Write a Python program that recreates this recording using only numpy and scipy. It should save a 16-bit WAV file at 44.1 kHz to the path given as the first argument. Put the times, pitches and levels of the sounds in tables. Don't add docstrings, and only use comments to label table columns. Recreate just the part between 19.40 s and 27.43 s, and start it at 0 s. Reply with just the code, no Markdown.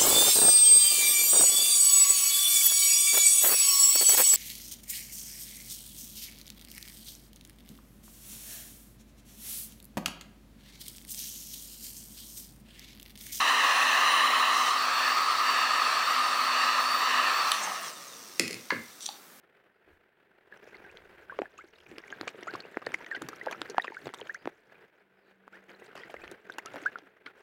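import sys
import numpy as np
from scipy import signal
from scipy.fft import rfft, irfft
from scipy.io import wavfile
from scipy.ndimage import uniform_filter1d

SR = 44100
rng = np.random.default_rng(int(sys.argv[2]) if len(sys.argv) > 2 else 0)


def inscribe(sig):
    pcm = np.round(np.clip(np.atleast_2d(sig).T, -1, 1) * 32767)
    wavfile.write(sys.argv[1], SR, pcm.astype(np.int16))


N = 353990


def gain_of(db):
    return 10 ** (np.asarray(db) / 20)


def unit_rms(x):
    return x / np.sqrt(np.mean(x ** 2) + 1e-20)


def unit_band_rms(x, low_hz, high_hz):
    power, bins = abs(rfft(x)) ** 2, np.fft.rfftfreq(len(x), 1 / SR)
    return unit_rms(x) * np.sqrt(power.sum() / power[(bins > low_hz) & (bins < high_hz)].sum())


def curve(table, column=1):
    rows = np.vstack(table)
    return np.interp(np.arange(N) / SR, rows[:, 0], rows[:, column])


def coloured(x, spectrum):
    hz, db = np.transpose(spectrum)
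    bins = np.fft.rfftfreq(len(x), 1 / SR)
    return irfft(rfft(x) * gain_of(np.interp(np.log(bins + 1), np.log(hz + 1), db)), len(x))


def noise(spectrum):
    return unit_rms(coloured(rng.standard_normal(N), spectrum))


def wander(cutoff_hz):
    knots = rng.standard_normal(N // 100 + 2)
    lowpass = signal.butter(2, cutoff_hz, fs=SR / 100, output="sos")
    smooth = signal.sosfiltfilt(lowpass, knots, padtype="even")
    return np.interp(np.arange(N) / 100, np.arange(len(knots)), unit_rms(smooth))


def swells(base_db, rows):
    t = np.arange(0, N, 50) / SR
    power = sum(gain_of(2 * (db - np.maximum(rise * (at - t), fall * (t - at))))
                for at, db, rise, fall in rows)
    return 10 * np.log10(gain_of(2 * base_db) + np.interp(np.arange(N) / SR, t, power))


def add(mix, start_s, sound):
    part = mix[round(start_s * SR):][:len(sound)]
    part += sound[:len(part)]


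# (time [s], level [dB])
HUM_LEVELS = [(5.5, -100), (5.7, -72.5), (6.15, -66), (6.3, -61), (6.5, -64), (6.7, -100), (7.5, -100),
              (7.7, -70.5), (8.03, -101)]


def far_hum(hz=192):
    t = np.arange(N) / SR
    return gain_of(curve(HUM_LEVELS) + 2.5 * wander(8)) * np.sin(2 * np.pi * hz * t)


# (time [s], length [s], level [dB], start pitch [Hz], end pitch [Hz])
FAR_WHISTLES = [(.29, 0.14, -86, 4900, 4600), (.46, 0.08, -81, 4250, 4000), (4.023, 0.055, -66, 3920, 4300),
                (4.95, 0.12, -70, 4750, 4950), (5.73, 0.13, -82, 5250, 4900), (5.77, 0.22, -78, 4600, 4250),
                (5.81, 0.13, -77, 4000, 3850)]


def far_bird():
    out, rasp_hz = np.zeros(N), 230 * wander(190)
    for start, length, db, from_hz, to_hz in FAR_WHISTLES:
        n = round(length * SR)
        hz = np.linspace(from_hz, to_hz, n) + rasp_hz[round(start * SR):][:n]
        add(out, start, gain_of(db) * np.hanning(n) * np.sin(2 * np.pi * np.cumsum(hz) / SR))
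    return out


# (time [s], background [dB], spray [dB])
BATHING_LEVELS = [(0.0, -61.5, -94), (0.43, -63, -105), (1.05, -63, -90), (1.14, -57.5, -75),
                  (1.9, -57, -73.5), (2.4, -62, -69), (2.75, -53.5, -67.5), (3.6, -55, -66),
                  (4.3, -50.5, -65.5), (4.42, -58, -61.5), (4.9, -56.5, -69.5), (5.15, -62, -74.5),
                  (6.05, -64, -93.5), (6.35, -59, -81), (6.65, -54, -64.5), (7.05, -58.5, -77.5),
                  (7.45, -52.5, -62.5), (7.7, -61.5, -81), (8.03, -63.5, -91)]
# (time [s], slosh [dB], background let up [dB], spray [dB])
BODY_SURGES = [(0.483, -79, -61, -92), (1.41, -69, -76, -87), (2.01, -61, -58, -64.5),
               (2.53, -54, -59, -85), (2.83, -51.5, -52.5, -70), (3.15, -56.5, -47, -77),
               (3.495, -49.5, -46.5, -62), (3.73, -71, -70, -71), (3.84, -48.5, -52, -82),
               (3.92, -78, -60, -76), (4.2, -54, -73, -82), (4.665, -52, -52.5, -84), (4.86, -60, -73, -59),
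               (5.068, -53.5, -58, -86), (5.325, -66, -55.5, -88), (5.42, -78, -57, -84),
               (5.9, -85, -58.5, -76), (6.158, -84, -55.5, -71), (6.304, -73, -53.5, -63),
               (6.44, -77, -57.5, -64.5), (6.59, -64.5, -57, -78), (6.918, -59, -55.5, -84),
               (7.11, -65.5, -60, -78), (7.357, -56.5, -46.5, -59), (7.882, -66.5, -55.5, -80),
               (7.989, -90, -58.5, -71)]
SURGE_DB_PER_S = (250, 173)
# (frequency [Hz], relative level [dB])
BACKGROUND_SPECTRUM = [(18, -62), (48, -29.5), (141, -17.5), (190, -9), (280, -15), (370, -2), (435, -2.5),
                       (520, -7), (640, -8.5), (1150, -15), (1550, -6.5), (2600, -16.5), (4080, -29),
                       (6700, -43.5), (16000, -41.5)]


def background_noise():
    dull = unit_band_rms(noise(BACKGROUND_SPECTRUM), 170, 4500)
    base_db = curve(BATHING_LEVELS)
    let_up_db = swells(base_db, [(at, db, *SURGE_DB_PER_S) for at, _, db, _ in BODY_SURGES])
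    flutter_db = np.interp(base_db, [-64, -56], [1.9, 3])
    return gain_of(let_up_db + flutter_db * wander(95)) * dull


# (time [s], peak level [dB], rise and fall [dB/s])
WIND_GUSTS = [(0.54, -66, 190), (1.7, -67, 27), (2.52, -74, 38), (5.1, -78, 60), (6.84, -60, 158),
              (7.47, -86, 60)]
# (frequency [Hz], relative level [dB])
WIND_SPECTRUM = [(15, -7), (30, -8), (60, -2.5), (90, 0.5), (160, -38.5)]


def wind(calm_db=-89.5):
    level_db = swells(calm_db, [(at, db, pace, pace) for at, db, pace in WIND_GUSTS])
    return gain_of(level_db) * noise(WIND_SPECTRUM)


# (frequency [Hz], relative level [dB])
SLOSH_SPECTRUM = [(40, -22.5), (80, -3.5), (130, 7.5), (200, 1.5), (320, 8.5), (600, -37)]


def slosh(under_background_db=17, db_per_s=(280, 340)):
    heaves = [(at, db, *db_per_s) for at, db, _, _ in BODY_SURGES]
    level_db = swells(curve(BATHING_LEVELS) - under_background_db, heaves)
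    return gain_of(level_db + 2.5 * wander(26)) * noise(SLOSH_SPECTRUM)


def ping(db, hz, t60, glide, attack_s):
    t = np.arange(round(t60 * SR) + 50) / SR
    settle_s = np.interp(db, [-31, -27], [.025, .007])
    cycles = hz * (t + glide * settle_s * (t - settle_s * (1 - np.exp(-t / settle_s))))
    climb = max(glide * min(t60, 2 * settle_s), 0)
    fade_db = 60 * (t / t60) ** (1 + .5 * climb)
    return -gain_of(db - fade_db) * (1 - np.exp(-t / attack_s)) * np.sin(2 * np.pi * cycles)


def spray_strength():
    surges = [(at, db, *SURGE_DB_PER_S) for at, _, _, db in BODY_SURGES]
    return swells(curve(BATHING_LEVELS, column=2), surges)


# (frequency [Hz], relative level [dB])
SPRAY_SPECTRUM = [(500, -12.5), (1500, -22.5), (3000, -12), (4500, -7), (7000, -7.5), (10000, -15.5),
                  (16000, -17.5)]


def fine_spray(drops_per_s=45):
    drops = np.zeros(N)
    for hz in np.geomspace(2500, 15000, num=14):
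        landings = rng.random(N) < drops_per_s / SR
        sizes = gain_of(3.2 * np.minimum(rng.exponential(1, N), 3.5))
        tick = ping(0, hz, t60=34 / hz, glide=0, attack_s=3 / hz) * np.sqrt(hz)
        drops += signal.oaconvolve(landings * sizes, tick)[:N]
    grains = unit_rms(drops) + 0.5 * rng.standard_normal(N)
    patter = unit_band_rms(coloured(grains, SPRAY_SPECTRUM), 2300, 14000)
    return gain_of(spray_strength() - 8.5 + 5.3 * wander(30)) * patter


def tiny_bubbles():
    out, spray_db = np.zeros(N), spray_strength()
    clumping = np.exp(1.2 * wander(120) - .7)
    births_per_s = 15 * np.clip((spray_db + 80) / 9, 0, 1) * clumping
    for hz in np.geomspace(1500, 10000, num=30):
        births = rng.random(N) < births_per_s / SR
        strengths = gain_of(3.5 * np.minimum(rng.exponential(1, N), 3.3))
        cycles, glide = rng.uniform(5, 24), rng.uniform(0, 25)
        plink = ping(-1.5 * np.log2(hz / 3500), hz, cycles / hz, glide, attack_s=.0002)
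        out += signal.oaconvolve(births * strengths, plink)[:N]
    return gain_of(spray_db + 14) * out


# (time [s], level [dB], 60 dB decay [s], treble tilt [dB/octave], pitch where the tilt begins [Hz])
SPRAY_SHEETS = [(1.173, -48, 0.015, -3, 2480), (1.273, -53.5, 0.24, -4, 2720),
                (1.351, -48.5, 0.026, -35, 4250), (1.3681, -46, 0.012, -7, 4290),
                (1.514, -45.5, 0.012, 1, 6940), (1.5713, -40, 0.019, -19, 4240),
                (1.9889, -25, 0.0035, -61, 2160), (2.019, -27.5, 0.0068, -52, 2840),
                (2.179, -45.5, 0.051, -2, 2600), (2.336, -49.5, 0.016, -25, 2670),
                (2.404, -50, 0.03, -14, 3133), (2.5138, -44.5, 0.019, -1, 4050),
                (2.5828, -33, 0.021, -6.5, 2590), (2.6176, -51, 0.018, -5, 3700),
                (2.7038, -43.5, 0.046, -1, 3130), (2.757, -54, 0.0056, -9, 2560),
                (2.812, -26, 0.0081, -3, 4340), (2.8769, -31, 0.048, -3, 2320),
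                (3.0088, -43, 0.014, -1, 3910), (3.0313, -36, 0.012, -13, 3214),
                (3.0735, -45, 0.05, -8, 2780), (3.108, -45, 0.027, -20, 4340),
                (3.1378, -37, 0.063, -3.5, 2765), (3.157, -28.5, 0.016, 3, 2400),
                (3.2038, -32, 0.017, -4, 4320), (3.371, -19.5, 0.0064, -63, 2580),
                (3.418, -42, 0.049, -14, 2460), (3.4648, -30.5, 0.017, -8, 4340),
                (3.5183, -41.5, 0.022, -3, 2480), (3.5409, -28.5, 0.037, -1.5, 2400),
                (3.6234, -45.5, 0.047, -17, 2450), (3.645, -40, 0.018, -24, 4320),
                (3.663, -40.5, 0.03, 0, 3210), (3.711, -47, 0.017, -3, 2430),
                (3.749, -34.5, 0.035, -53, 4260), (3.762, -41, 0.01, 1, 7300),
                (3.769, -50, 0.017, -14, 3946), (3.8191, -21, 0.023, 9.5, 7800),
                (3.887, -23.5, 0.031, -1, 7350), (4.061, -32.5, 0.0075, -1, 2580),
                (4.1114, -30, 0.054, 2.5, 3080), (4.125, -31, 0.025, -11.5, 2500),
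                (4.2168, -20, 0.011, 9, 3690), (4.257, -45, 0.014, 9, 2580), (4.275, -42, 0.012, 3, 6800),
                (4.2994, -34.5, 0.042, -2, 2730), (4.3812, -29, 0.011, -5, 3260),
                (4.444, -34, 0.045, -10.5, 2593), (4.5438, -40.5, 0.026, -0.5, 2440),
                (4.6567, -41, 0.011, -8, 3690), (4.671, -41, 0.024, -3, 2590),
                (4.679, -36.5, 0.0094, -33, 3310), (4.691, -35, 0.0076, -20.5, 2500),
                (4.7393, -32, 0.015, -0.5, 2550), (4.743, -29.5, 0.023, -3, 4120),
                (4.786, -38, 0.013, 2, 3676), (4.793, -47, 0.019, 1, 3300), (4.803, -40, 0.019, -1.5, 6500),
                (4.8132, -32.5, 0.012, -23, 3070), (4.8567, -49, 0.0089, -19, 2800),
                (4.871, -42, 0.011, -17, 3130), (4.939, -39, 0.052, 4, 4380), (4.9449, -33, 0.013, 6, 6100),
                (5.056, -29, 0.0048, -22, 2400), (5.074, -29.5, 0.0036, -19, 2800),
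                (6.0793, -44.5, 0.0089, 3, 3300), (6.294, -43.5, 0.0099, -18, 2300),
                (6.553, -40, 0.05, 4.5, 2660), (6.565, -45.5, 0.22, -9.5, 2900),
                (6.635, -50, 0.014, -35, 3100), (6.7001, -46.5, 0.061, -13, 3880),
                (6.741, -43, 0.014, -4, 2720), (6.839, -41, 0.078, -8.5, 1896),
                (6.8777, -35.5, 0.0086, -18, 3370), (6.914, -29, 0.027, 11.5, 3760),
                (7.101, -42.5, 0.031, -1, 2440), (7.121, -41.5, 0.037, 3, 3680),
                (7.184, -22.5, 0.021, -1, 2625), (7.139, -47, 0.017, -5, 4350),
                (7.2595, -27, 0.011, -12, 5770), (7.336, -43.5, 0.044, -5, 3500),
                (7.359, -28, 0.021, 14, 2730), (7.461, -40, 0.011, -7, 5220),
                (7.586, -43.5, 0.026, -14, 3190), (7.861, -36.5, 0.048, -12.5, 2460)]


def spatters(n=4096):
    out, t = np.zeros(N), np.arange(n) / SR
    patch_hz = np.geomspace(1000, 16000, num=18)
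    onset = (1 - np.exp(-t / 0.00025)) * (1 + np.exp(-t / 0.001))
    lump_depth_db = 11 * (0.5 - np.exp(-t / 0.0042))
    for start, db, t60, tilt, corner_hz in SPRAY_SHEETS:
        white, lumps = rng.standard_normal((2, n))
        octaves = np.log2(patch_hz / corner_hz)
        slope_db = tilt * np.maximum(octaves, 0) + np.minimum(octaves, 0)
        ring_db = 24.3 * np.exp(-(octaves / 0.038) ** 2)
        patch_db = slope_db + ring_db + 7.35 * lumps[-len(patch_hz):]
        burst = unit_rms(coloured(white, [(400, -6), *zip(patch_hz, patch_db)]))
        burst *= gain_of(lump_depth_db * unit_rms(uniform_filter1d(lumps, 50)))
        envelope = onset * gain_of(-60 * t / max(t60, .004))
        add(out, start, gain_of(db) * unit_rms(burst * envelope) * np.sqrt(np.mean(envelope ** 2)))
    return out


# (time [s], level [dB], pitch at birth [Hz], 60 dB decay [s], initial glide [birth pitches/s])
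BUBBLE_PINGS = [(1.1241, -38.5, 1730, 0.05, -4.6), (1.345, -38, 2090, 0.042, -2.7),
                (1.4478, -44, 1623, 0.1, -4.7), (1.492, -48.5, 2150, 0.049, 25),
                (1.8968, -31.5, 1470, 0.048, 10.9), (1.923, -40, 1044, 0.041, 13.9),
                (2.027, -39, 870, 0.051, -20), (2.0563, -37.5, 1680, 0.029, 5.2),
                (2.187, -41.5, 1122, 0.068, 26.4), (2.179, -42.5, 6500, 0.022, 1),
                (2.209, -42.5, 1996, 0.037, 15), (2.358, -47, 3800, 0.023, 1), (2.465, -41, 2400, 0.017, 1),
                (2.6383, -38.5, 1960, 0.031, -5.0), (2.68, -36, 2230, 0.014, 1),
                (2.7027, -34, 2860, 0.0078, 1), (2.718, -36.5, 6600, 0.015, 1.2),
                (2.726, -28, 1627, 0.043, -2.3), (2.812, -20, 1640, 0.0037, 1),
                (2.8798, -19.5, 2380, 0.008, 1), (3.027, -36, 1930, 0.021, 1), (3.074, -33, 1190, 0.1, 19),
                (3.081, -40.5, 1800, 0.034, 30), (3.1521, -27.5, 1120, 0.015, 1),
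                (3.235, -44.5, 2380, 0.057, 15), (3.344, -34, 1720, 0.011, 5),
                (3.4684, -24, 1810, 0.019, 1), (3.52, -30, 1640, 0.0084, 5),
                (3.5439, -15.5, 2120, 0.014, -5.0), (3.665, -32, 1840, 0.023, 10),
                (3.714, -22, 1780, 0.033, 8), (3.7249, -27, 1630, 0.049, -1), (3.745, -30, 1470, 0.089, 8),
                (3.7543, -35, 2030, 0.027, 5.5), (3.765, -27, 1910, 0.032, 3),
                (3.8207, -19.5, 1390, 0.004, 1), (3.8896, -34.5, 1670, 0.025, 1),
                (3.605, -50.5, 966, 0.075, -3), (3.931, -31, 1286, 0.017, 1),
                (4.013, -26.5, 1840, 0.027, 25), (4.067, -26, 880, 0.028, -5),
                (4.0842, -27, 1650, 0.034, -5.0), (4.093, -49, 863, 0.13, 25), (4.11, -42, 887, 0.085, 40),
                (4.129, -30.5, 2420, 0.022, 1), (4.1472, -37, 1280, 0.027, 11.8),
                (4.2173, -16, 1460, 0.0054, 1), (4.2579, -33, 1840, 0.013, 1), (4.29, -48, 4900, 0.014, 1),
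                (4.367, -37, 1630, 0.046, 8), (4.3976, -18, 1850, 0.026, 3.7),
                (4.421, -31.5, 3680, 0.016, 14), (4.447, -30, 1136, 0.024, 1.1),
                (4.4719, -30.5, 2490, 0.026, 1), (4.48, -27.5, 1810, 0.021, 15),
                (4.521, -40.5, 925, 0.051, -5.0), (4.5463, -34, 2170, 0.026, 2.2),
                (4.5678, -35, 1430, 0.049, 16.1), (4.591, -46, 1400, 0.013, 0.5),
                (4.7383, -27, 1270, 0.011, 1), (4.798, -39, 930, 0.032, 1), (4.895, -25, 1534, 0.039, 38),
                (4.9456, -32.5, 1340, 0.037, 50), (5.298, -40, 1670, 0.011, 1),
                (5.354, -48, 2430, 0.033, 1), (6.0788, -31, 1290, 0.0039, 1), (6.038, -43, 1510, 0.0087, 1),
                (6.128, -46, 1240, 0.11, 28), (6.349, -45, 4080, 0.017, 1), (6.425, -42, 1970, 0.023, 1),
                (6.5307, -34.5, 1350, 0.0046, 1), (6.599, -41, 1870, 0.036, 3),
                (6.618, -42, 3240, 0.026, 1), (6.635, -33.5, 1960, 0.023, -3.5),
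                (6.744, -37, 1630, 0.0095, 1), (6.766, -33.5, 2010, 0.018, 7.8),
                (6.817, -45.5, 2400, 0.057, 8), (7.098, -28, 1525, 0.02, 5),
                (7.1833, -30, 1200, 0.028, 80.0), (7.2593, -39.5, 1240, 0.089, 7.3),
                (7.272, -39, 2790, 0.02, 1), (7.418, -45, 7900, 0.012, 1), (7.4583, -14.5, 1277, 0.053, 48),
                (7.557, -32.5, 1417, 0.039, -5.0), (7.8627, -34, 1660, 0.012, 1),
                (7.873, -44, 1473, 0.082, -3.4)]


def bubbles():
    out = np.zeros(N)
    for start, db, hz, t60, glide in BUBBLE_PINGS:
        attack_s = 0.00013 + 0.00037 * max(glide * t60, 0) ** 2
        add(out, start, ping(db, hz, max(t60, .005), glide, attack_s))
    return out * gain_of(2.6 * wander(200))


# (time [s], level [dB], nominal pitch [Hz], 60 dB decay [s])
WING_SLAPS = [(0.477, -51.5, 431, 0.15), (1.274, -41, 505, 0.032), (1.543, -46.5, 515, 0.17),
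              (1.921, -40, 524, 0.025), (1.99, -14, 463, 0.016), (1.997, -27, 395, 0.041),
              (2.018, -16, 340, 0.012), (2.24, -49.5, 381, 0.1), (2.515, -41, 373, 0.08),
              (2.58, -39, 360, 0.032), (2.711, -44, 298, 0.032), (2.811, -25.5, 343, 0.024),
              (2.832, -24, 414, 0.0074), (2.874, -26, 496, 0.021), (2.946, -35.5, 476, 0.048),
              (3.028, -29.5, 357, 0.017), (3.071, -26, 630, 0.018), (3.137, -32.5, 363, 0.069),
              (3.252, -32.5, 446, 0.017), (3.371, -8.5, 382, 0.0087), (3.468, -21, 495, 0.033),
              (3.54, -38.5, 368, 0.086), (3.772, -37.5, 305, 0.036), (3.817, -31.5, 339, 0.055),
              (3.891, -35, 336, 0.037), (4.03, -42, 366, 0.072), (4.0717, -18.5, 559, 0.046),
              (4.115, -35, 670, 0.041), (4.216, -31.5, 343, 0.046), (4.297, -36.5, 457, 0.11),
              (4.346, -22, 466, 0.0067), (4.382, -2.5, 790, 0.018), (4.48, -35.5, 400, 0.038),
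              (4.505, -37.5, 360, 0.044), (4.658, -27.5, 374, 0.01), (4.67, -19.5, 348, 0.016),
              (4.74, -43, 384, 0.022), (4.816, -31, 462, 0.043), (4.86, -41, 560, 0.044),
              (5.057, -25, 308, 0.019), (5.075, -11, 326, 0.0082), (6.421, -35, 412, 0.018),
              (6.554, -29.5, 520, 0.012), (6.697, -35, 680, 0.026), (6.7422, -19.5, 410, 0.0082),
              (6.837, -34, 374, 0.015), (6.915, -35, 378, 0.05), (7.102, -37, 384, 0.015),
              (7.159, -41.5, 408, 0.011), (7.183, -38, 556, 0.0069), (7.252, -33, 735, 0.012),
              (7.342, -27.5, 578, 0.026), (7.359, -20, 590, 0.0072), (7.372, -30.5, 323, 0.016),
              (7.424, -40.5, 327, 0.074), (7.455, -28, 496, 0.012), (7.624, -51, 331, 0.11),
              (7.86, -47, 796, 0.0087)]


def wing_slaps():
    out, wobble_db = np.zeros(N), 5 * wander(120)
    for start, db, hz, t60 in WING_SLAPS:
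        t60 = max(t60, .008)
        t = np.arange(round(t60 * SR)) / SR
        drop_cycles = 0.53 * (1 - np.exp(-t / 0.00028))
        sag_cycles = hz * 0.00348 * (1 - np.exp(-t / 0.014))
        cycles = 0.78 * hz * t + sag_cycles + drop_cycles
        envelope = gain_of(-60 * (t / t60) ** 0.8) * (1 - np.exp(-t / 0.00013))
        breakup = gain_of(wobble_db[round(start * SR):][:len(t)] * np.minimum(t / .008, 1))
        pocket = envelope * breakup * np.sin(2 * np.pi * cycles)
        tick = (t / 0.00025) * np.exp(1 - t / 0.00027)
        add(out, start, -gain_of(db) * (0.64 * pocket + 0.041 * tick))
    return out


def echoes(x, t60=0.11):
    t = np.arange(3000) / SR
    taps = rng.standard_normal(len(t)) * (rng.random(len(t)) < .05)
    taps *= gain_of(-60 * t / t60) * (t > .002)
    return signal.oaconvolve(x, taps / np.linalg.norm(taps))[:N]


# (frequency [Hz], gain [dB])
CLOSE_RESPONSE = [(20, -6), (100, -18), (250, 8), (7000, -7), (10000, -15), (16000, -32)]


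def scene():
    splashes = coloured(bubbles() + tiny_bubbles() + wing_slaps() + spatters(), CLOSE_RESPONSE)
    puddle = splashes + gain_of(-25) * echoes(splashes) + fine_spray() + slosh()
    return (puddle + wind() + background_noise() + far_hum() + far_bird())[None]


# (frequency [Hz], relative level [dB])
HISS_SPECTRUM = [(3000, -31.5), (8000, -10), (12000, -12.5), (16000, 0)]
HISS_DB, SUPPRESS_BELOW_DB, BAND_LIMIT_HZ = -83, -54, 16000


def record(dry):
    heard = dry + gain_of(HISS_DB) * noise(HISS_SPECTRUM)
    level_db = 10 * np.log10(abs(uniform_filter1d(heard ** 2, 700)) + 1e-12)
    suppressed = heard * gain_of(0.54 * np.clip(level_db - SUPPRESS_BELOW_DB, -25, 0))
    lowpass = signal.firwin(511, BAND_LIMIT_HZ, window=("kaiser", 9), fs=SR)
    return signal.oaconvolve(suppressed, lowpass[None], "same")


dry = scene()
out = record(dry)
inscribe(out)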